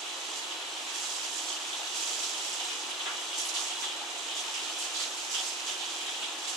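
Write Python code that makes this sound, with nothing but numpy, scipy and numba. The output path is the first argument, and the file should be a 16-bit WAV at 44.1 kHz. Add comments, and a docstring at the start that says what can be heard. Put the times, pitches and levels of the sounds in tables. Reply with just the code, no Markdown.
"""Water runs through the filter of a large home aquarium in a living room.
Its sound is made of bubbles, each ringing briefly: big ones gurgle in the overflow, small ones
trickle in the falling stream, and tiny ones spray and fizz, swelling with each surge.
Gulps of water splash down, and now and then the standpipe (the upright drain) glugs.
Two pumps hum underneath, and one impeller (a pump's spinning wheel) buzzes faintly."""
import sys
import numpy as np
from scipy import signal
from scipy.fft import rfft, irfft
from scipy.io import wavfile
from numba import njit

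SR = 44100
rng = np.random.default_rng(int(sys.argv[2]) if len(sys.argv) > 2 else 0)


def int16_out(signal):
    """Quantize to a 16-bit WAV file."""
    q = np.round(np.clip(np.atleast_2d(signal).T, -1, 1) * 32767)
    wavfile.write(sys.argv[1], SR, q.astype(np.int16))


N = 289296

# How strong the water's sound is from low to high: pitch_hz, level_db
WATER_TONE = [(110, -47), (200, -19.5), (270, -12.5), (350, -5), (570, -7), (680, -2), (900, -1.1),
              (1250, -3.5), (1550, -6.5), (2050, -8), (2550, -5), (3250, -4.5), (4600, -5.5), (7000, -4),
              (8200, -7), (8600, -6.5), (10000, -8.5), (13000, -19.5), (15500, -29)]


def from_db(db):
    """Turn decibels into a number to multiply by."""
    return 10 ** (np.asarray(db) / 20)


def rms_one(x):
    """Scale a pair of mid (what both ears share) and side (how they differ) so mid has strength 1."""
    return x / np.sqrt(np.mean(x[0] ** 2) + 1e-20)


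def in_time(points):
    """Join (time_s, value) points with straight lines, giving a value for every sample."""
    time_s, values = np.transpose(points)
    return np.interp(np.arange(N) / SR, time_s, values)


def bin_hz():
    """All the pitches that a full-length sound splits into."""
    return np.maximum(np.arange(N // 2 + 1) * SR / N, 1)


def gain_curve(points):
    """Join (pitch_hz, level_db) points, giving a gain for every pitch."""
    hz, db = np.transpose(points)
    return from_db(np.interp(np.log(bin_hz()), np.log(hz), db))


def filtered(x, gain):
    """Turn each pitch up or down by its own gain."""
    return irfft(rfft(x) * gain, N)


def drift(rate_hz):
    """A smooth random wobble, typically of size 1."""
    slow = filtered(rng.standard_normal(N), 1 / (1 + (bin_hz() / rate_hz) ** 2))
    return slow / slow.std()


def panned(x, left_db):
    """Lean a (mid, side) pair to the left; negative values lean it right."""
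    share = np.tanh(np.log(from_db(left_db)) / 2)
    return (x + share * x[::-1]) / np.hypot(1, share)


@njit
def ring_bubbles(start, hz, strength, place, cycles, rise):
    """Each bubble is a fading tone whose pitch climbs as it nears the surface; gives (mid, side)."""
    out = np.zeros((2, N))
    for k in range(len(start)):
        life = cycles / hz[k] * SR
        fade = np.exp(-np.log(1000) / life)   # 60 dB quieter by the end of its life
        height, phase = strength[k], 0.0
        for i in range(min(int(life), N - start[k])):
            phase += 2 * np.pi * hz[k] / SR * (1 + rise * i / life)
            height *= fade
            value = height * np.sin(phase)
            out[0, start[k] + i] += value
            out[1, start[k] + i] += value * place[k]
    return out


def peak_gain():
    """A row of narrow treble peaks colours the water's sound."""
    # High pitches that stand out: pitch_hz, width_hz, level_db
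    treble_peaks = [(2950, 310, -8), (3416, 370, -4.5), (3980, 160, -14), (5725, 43, 0), (6100, 100, -18),
                    (6340, 100, -8), (7000, 130, -11.5), (7350, 81, -4.5), (8000, 98, -8)]
    return 1 + sum(from_db(db) / (1 + (2 * (bin_hz() - hz) / width) ** 2)
                   for hz, width, db in treble_peaks)


def swarm(low_hz, high_hz, cycles, spread_db, rise, count):
    """Bubbles born at random moments and places, given the water's tone and its treble peaks."""
    when, pitch, size, place = rng.random((count, 4)).T
    start = (when * N).astype(np.int64)
    hz = low_hz + (high_hz - low_hz) * pitch
    uneven_db = spread_db * np.minimum(-np.log(1 - size), 5)
    strength = np.sqrt(hz) * from_db(uneven_db) * rng.choice([-1, 1], count)
    rings = ring_bubbles(start, hz, strength, np.sqrt(3) * (2 * place - 1), cycles, rise)
    return rms_one(filtered(rings, gain_curve(WATER_TONE) * peak_gain()))


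def cloud(start_s, level_db, hz, octaves, length_s, cycles, spread_db, rise, count):
    """Bubbles of similar size are trapped together; the cloud thins out quickly."""
    pitch, size, place = rng.standard_normal((count, 3)).T
    delay_s = rng.gamma(2, 1, count) * length_s / 2
    start = ((start_s + delay_s) * SR).astype(np.int64)
    strength = from_db(spread_db * size) * rng.choice([-1, 1], count)
    rings = ring_bubbles(start, hz * 2 ** (octaves * pitch), strength, place, cycles, rise)
    return from_db(level_db) * rms_one(rings) * np.sqrt(length_s * SR / N)


def overflow():
    """Big, low bubbles churn steadily in the drain."""
    # Loudness of the gurgle: time_s, level_db
    gurgle_levels = [(0, -46), (1.2, -46), (2.2, -45.6), (3.6, -45.5), (4.9, -45.5), (5.25, -46),
                     (6.56, -45.8)]
    churn = swarm(low_hz=226.6, high_hz=2350, cycles=28.6, spread_db=0.44, rise=0.041, count=34000)
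    return from_db(in_time(gurgle_levels) + 0.33 * drift(rate_hz=18)) * churn


def spray_level(swell_s=0.016, fade_s=0.038, sag_db_per_s=10):
    """The spray's level in dB: on top of the steady flow, each surge swells, sputters and dies away."""
    # Spray from the steady flow: time_s, level_db
    flow_levels = [(0, -45.5), (.45, -43.5), (.65, -46), (.9, -43), (1.5, -43), (1.85, -42), (2.4, -39.5),
                   (2.85, -44), (3.25, -43.5), (3.75, -42.5), (4.0, -45.5), (4.22, -44), (4.65, -41.5),
                   (4.9, -42.5), (5.25, -41.5), (5.6, -43.5), (5.8, -43), (6.15, -43), (6.33, -45),
                   (6.56, -41)]
    # Surges, when extra water spills over: start_s, length_s, level_db
    surges = [(0.344, .04, -43), (.928, 0.18, -40), (1.11, 0.19, -41.5), (1.314, 0.12, -39.5),
              (1.45, 0.08, -41.5), (1.942, 0.35, -37), (2.433, 0.12, -42), (2.587, 0.13, -44.5),
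              (3.35, 0.15, -40.5), (3.538, 0.1, -37.5), (3.645, 0.03, -45), (3.798, 0.042, -40),
              (4.35, 0.06, -42), (4.783, 0.074, -40.5), (4.928, 0.048, -41), (4.984, 0.045, -38.5),
              (5.157, 0.094, -48), (5.298, 0.12, -38), (5.421, 0.078, -39.5), (5.647, 0.075, -42),
              (5.88, 0.037, -48), (6.005, .025, -46), (6.462, 0.039, -38.5)]
    t = np.arange(N) / SR
    power = from_db(in_time(flow_levels)) ** 2
    sputter_db = 0.2 * drift(rate_hz=14)
    for start_s, length_s, level_db in surges:
        age = np.maximum(t - start_s, 0)
        shape = np.minimum(age / swell_s, 1) * np.exp(-np.maximum(age - length_s, 0) / fade_s)
        power += (from_db(level_db + sputter_db - sag_db_per_s * age) * shape) ** 2
    return 10 * np.log10(power)


def stream(usual_spray_db=-42, flutter_hz=26):
    """Falling water: small bubbles trickle, and tiny ones spray and fizz more when it surges."""
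    # Loudness of the trickle between surges: time_s, level_db
    trickle_levels = [(0, -42.5), (.7, -42.5), (1.45, -42), (2.1, -41), (3.0, -42), (3.5, -41.5),
                      (4.2, -42.5), (4.7, -41), (5.2, -43), (5.9, -41.5), (6.56, -42)]
    spray_db = spray_level()
    swell_db = spray_db - usual_spray_db
    trickle = swarm(low_hz=2345, high_hz=4307, cycles=37.4, spread_db=1.0, rise=0.05, count=32000)
    spray = swarm(low_hz=4365, high_hz=8410, cycles=25.6, spread_db=-0.06, rise=0.018, count=60000)
    fizz = swarm(low_hz=8600, high_hz=14600, cycles=10.4, spread_db=0.5, rise=0.02, count=70000)
    left_db = -0.3 * swell_db   # surges spill over further to the right
    spray = panned(spray, left_db)
    trickle = panned(trickle, left_db + drift(rate_hz=4.6))   # it also sways from side to side
    trickle_db = in_time(trickle_levels) + 0.083 * swell_db + 0.5 * drift(flutter_hz)
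    spray_db += 0.85 * drift(flutter_hz)
    fizz_db = -52 + 0.82 * swell_db - 0.05 * drift(flutter_hz)
    return from_db(trickle_db) * trickle + from_db(spray_db) * spray + from_db(fizz_db) * fizz


def impeller(turns_per_s=60.03, rattle_s=0.007, low_hz=1100, high_hz=5930, level_db=-52.5):
    """The impeller knocks once a turn and rattles its housing: a thin, steady buzz."""
    whole_turns = np.floor(np.arange(N) / SR * turns_per_s)
    knocks = np.diff(whole_turns, prepend=0) * from_db(2 * drift(rate_hz=7))
    t = np.arange(SR // 20) / SR
    rattle = rng.standard_normal((2, len(t))) * np.exp(-t / rattle_s)
    buzz = signal.fftconvolve(knocks[None], rattle, axes=1)[:, :N]
    band = bin_hz() / (bin_hz() + low_hz) / (1 + (bin_hz() / high_hz) ** 4)
    return from_db(level_db) * rms_one(filtered(buzz, gain_curve(WATER_TONE) * band))


def pumps(waver_db=1.15):
    """Two motors hum, wavering a little with the load."""
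    # Tones of motors turning about 60 and 53.3 times a second: pitch_hz, level_db
    hum_tones = [(120, -102), (180, -91), (213.3, -85), (266.4, -71), (320, -60.8), (360, -63.3),
                 (540, -66.5), (720.5, -61), (852.6, -61), (968.7, -62.3), (1261, -65.5), (2400, -63.5),
                 (2967.8, -59), (3902.7, -63.5), (4020.7, -63.5), (4684.5, -66)]
    t, out = np.arange(N) / SR, np.zeros((2, N))
    load = from_db(waver_db * drift(rate_hz=3.8))
    slip = 0.41 * drift(rate_hz=2)   # the tones run slightly ahead or behind
    for hz, level_db in hum_tones:
        phase = 2 * np.pi * (hz * t + rng.random((2, 1))) + slip * hz / 700
        out += np.sqrt(2) * from_db(level_db - 1) * np.sin(phase)
    return out * load


def rumble(level_db=-91.5):
    """The room's own very faint, low noise."""
    # Tone of the rumble: pitch_hz, level_db
    rumble_tone = [(20, -5), (55, 0), (85, 1), (130, 4), (200, 6), (400, -20)]
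    return from_db(level_db) * rms_one(filtered(rng.standard_normal((2, N)), gain_curve(rumble_tone)))


def splashes():
    """Each gulp of water traps a cloud of small bubbles where it lands."""
    # Gulps landing: start_s, level_db, pitch_hz, spread_octaves, length_s, left_minus_right_db
    gulps = [(0.505, -36, 3350, .2, .015, -6), (.761, -36, 3400, .2, .012, -2),
             (.86, -40, 2480, .06, 0.029, 0), (0.94, -39.5, 3400, 0.23, 0.016, -5),
             (1.03, -36, 7200, 0.15, .015, -2), (1.231, -33, 5600, 0.25, 0.01, -5),
             (1.727, -33.5, 3620, .04, 0.015, -5), (1.86, -36, 3830, 0.2, .012, -6),
             (2.017, -39, 3380, 0.12, .026, 0), (2.088, -37, 6400, .3, 0.013, -4),
             (2.232, -28, 5230, 0.31, 0.01, -1), (2.593, -32.5, 3230, 0.2, .016, 0),
             (2.695, -35, 3300, 0.17, 0.017, 6), (2.892, -43, 9800, .073, .016, 2),
             (2.906, -33.5, 3250, 0.16, .012, 0), (2.991, -32.5, 3400, 0.18, .016, 0),
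             (3.055, -31.5, 1620, 0.34, 0.035, -2), (3.056, -32, 3130, .19, 0.021, 2),
             (3.198, -40, 7500, 0.37, .024, 2), (3.323, -34, 3200, 0.1, .023, -2),
             (3.377, -27.5, 7260, .24, 0.024, 1), (3.383, -36.5, 3450, .18, .019, -8),
             (3.446, -35, 9900, .11, 0.028, 2), (3.488, -29.5, 6240, .32, 0.0097, -3),
             (3.539, -30, 5600, 0.4, .014, 4), (3.56, -30, 3400, 0.22, .014, -3),
             (3.576, -41, 1160, 0.26, .055, 0), (3.672, -34, 6400, .25, 0.01, -2),
             (3.701, -35, 3160, 0.096, 0.023, 0), (3.756, -36, 3300, 0.17, .015, 4),
             (3.817, -33.5, 3450, 0.15, 0.045, 10), (3.824, -36.5, 1900, 0.43, 0.02, -3),
             (4.282, -35, 3130, 0.098, 0.014, -2), (4.309, -33, 3260, .13, .02, -4),
             (4.369, -33.5, 3500, .15, 0.022, -4), (4.39, -34, 6360, 0.29, .016, -2),
             (4.539, -34, 2880, 0.08, .03, -2), (4.54, -31, 6100, .33, .01, -4),
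             (4.682, -38, 3330, .2, 0.02, -1), (4.784, -33, 7900, .24, 0.018, 0),
             (4.943, -31.5, 4050, .12, .03, -3), (4.994, -30.5, 4300, 0.37, 0.026, -6),
             (5, -37, 4170, .05, .02, -4), (4.994, -42, 1800, 0.33, .03, 2),
             (5.338, -29, 3200, .11, .02, -1), (5.335, -34, 6200, .28, 0.017, -1),
             (5.373, -32.5, 3220, 0.089, 0.027, -4), (5.343, -46, 1920, .23, .024, -2),
             (5.445, -38, 6440, .25, .024, -6), (5.67, -32.5, 3220, 0.16, 0.032, -7),
             (5.682, -43, 1720, 0.44, .025, -2), (5.671, -38, 6500, .25, 0.034, -4),
             (5.8, -33, 3540, 0.23, 0.03, -7), (6.006, -38, 3260, 0.2, 0.021, 1),
             (6.078, -32, 3300, 0.22, 0.012, 4), (6.14, -35, 3400, .23, .016, 3),
             (6.22, -31, 3260, 0.18, 0.021, -6), (6.471, -36, 3800, .25, .014, -6),
             (6.474, -36, 7200, 0.14, .02, -6)]
    out = sum(panned(cloud(*gulp, cycles=28.0, spread_db=0.5, rise=0.023, count=260), left_db)
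              for *gulp, left_db in gulps)
    out = filtered(out, peak_gain() / peak_gain().max())
    return signal.sosfilt(signal.butter(4, [600, 11500], "band", fs=SR, output="sos"), out + 1e-18)


def glugs(spread_octaves=0.03):
    """The standpipe swallows air, and a few longer-lasting bubbles ring inside it."""
    # Swallows of air: start_s, level_db, pitch_hz, length_s
    swallows = [(1.785, -43.5, 800, .024), (2.597, -46.5, 747, .034), (3.775, -45, 890, .011),
                (4.001, -45, 830, .027), (4.477, -43.5, 875, .022), (5.37, -45, 776, 0.028),
                (5.809, -49, 860, 0.022)]
    out = sum(cloud(start_s, db, hz, spread_octaves, length_s,
                    cycles=75.0, spread_db=3.0, rise=0.028, count=8)
              for start_s, db, hz, length_s in swallows)
    return signal.sosfilt(signal.butter(4, [550, 1300], "band", fs=SR, output="sos"), out + 1e-18)


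def room(x, echo_s=0.19, echo_db=-2.5):
    """Echoes from glass, cabinet and walls blend; low notes escape and high ones are soaked up."""
    t = np.arange(SR // 3) / SR
    tails = rng.standard_normal((2, 2, len(t))) * from_db(-60 * t / echo_s) * (t > 0.002)
    tails /= np.sqrt(np.sum(tails ** 2, axis=(1, 2), keepdims=True))
    echoes = signal.fftconvolve(x[None], tails, axes=2)[..., :N].sum(axis=1)
    echo_gain = from_db(echo_db) / (1 + (1100 / bin_hz()) ** 2) / (1 + (bin_hz() / 7500) ** 4)
    return filtered(x + filtered(echoes, echo_gain), 1 / np.sqrt(1 + echo_gain ** 2))   # same power


def to_stereo(x, echo_share=0.54, lag_s=0.002017):
    """Turn (mid, side) into (left, right); a quick repeat of the side widens the sound."""
    # How wide each pitch sounds: pitch_hz, side_gain_db
    widths = [(60, -19), (130, -4), (300, -15), (600, -8), (1000, -6.5), (1600, -0.5), (3000, -2.5),
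              (6000, -2.5), (14000, -2)]
    # Which way each pitch leans: pitch_hz, left_minus_right_db
    leans = [(300, -0.5), (2500, 0), (3300, -1), (4300, -3.5), (7000, -6), (8700, -1), (10500, 5),
             (15000, 0)]
    mid, side = x
    echo = (1 + echo_share * np.exp(-2j * np.pi * bin_hz() * lag_s)) / np.hypot(1, echo_share)
    side = filtered(side, gain_curve(widths) * echo)
    lean = gain_curve(leans)
    ear_gains = 2 * np.array([lean, np.ones_like(lean)]) / (1 + lean)
    return filtered(np.array([mid + side, mid - side]), ear_gains)


def scene():
    """Water echoes in the room, over the pumps and a faint rumble."""
    water = overflow() + glugs() + stream() + splashes()
    return to_stereo(room(water) + impeller() + pumps() + rumble())


def record(dry):
    """The very highest pitches are cut off steeply."""
    cutoff_hz = 15300
    return filtered(dry, 1 / np.sqrt(1 + (bin_hz() / cutoff_hz) ** 160))


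dry = scene()
out = record(dry)
int16_out(out)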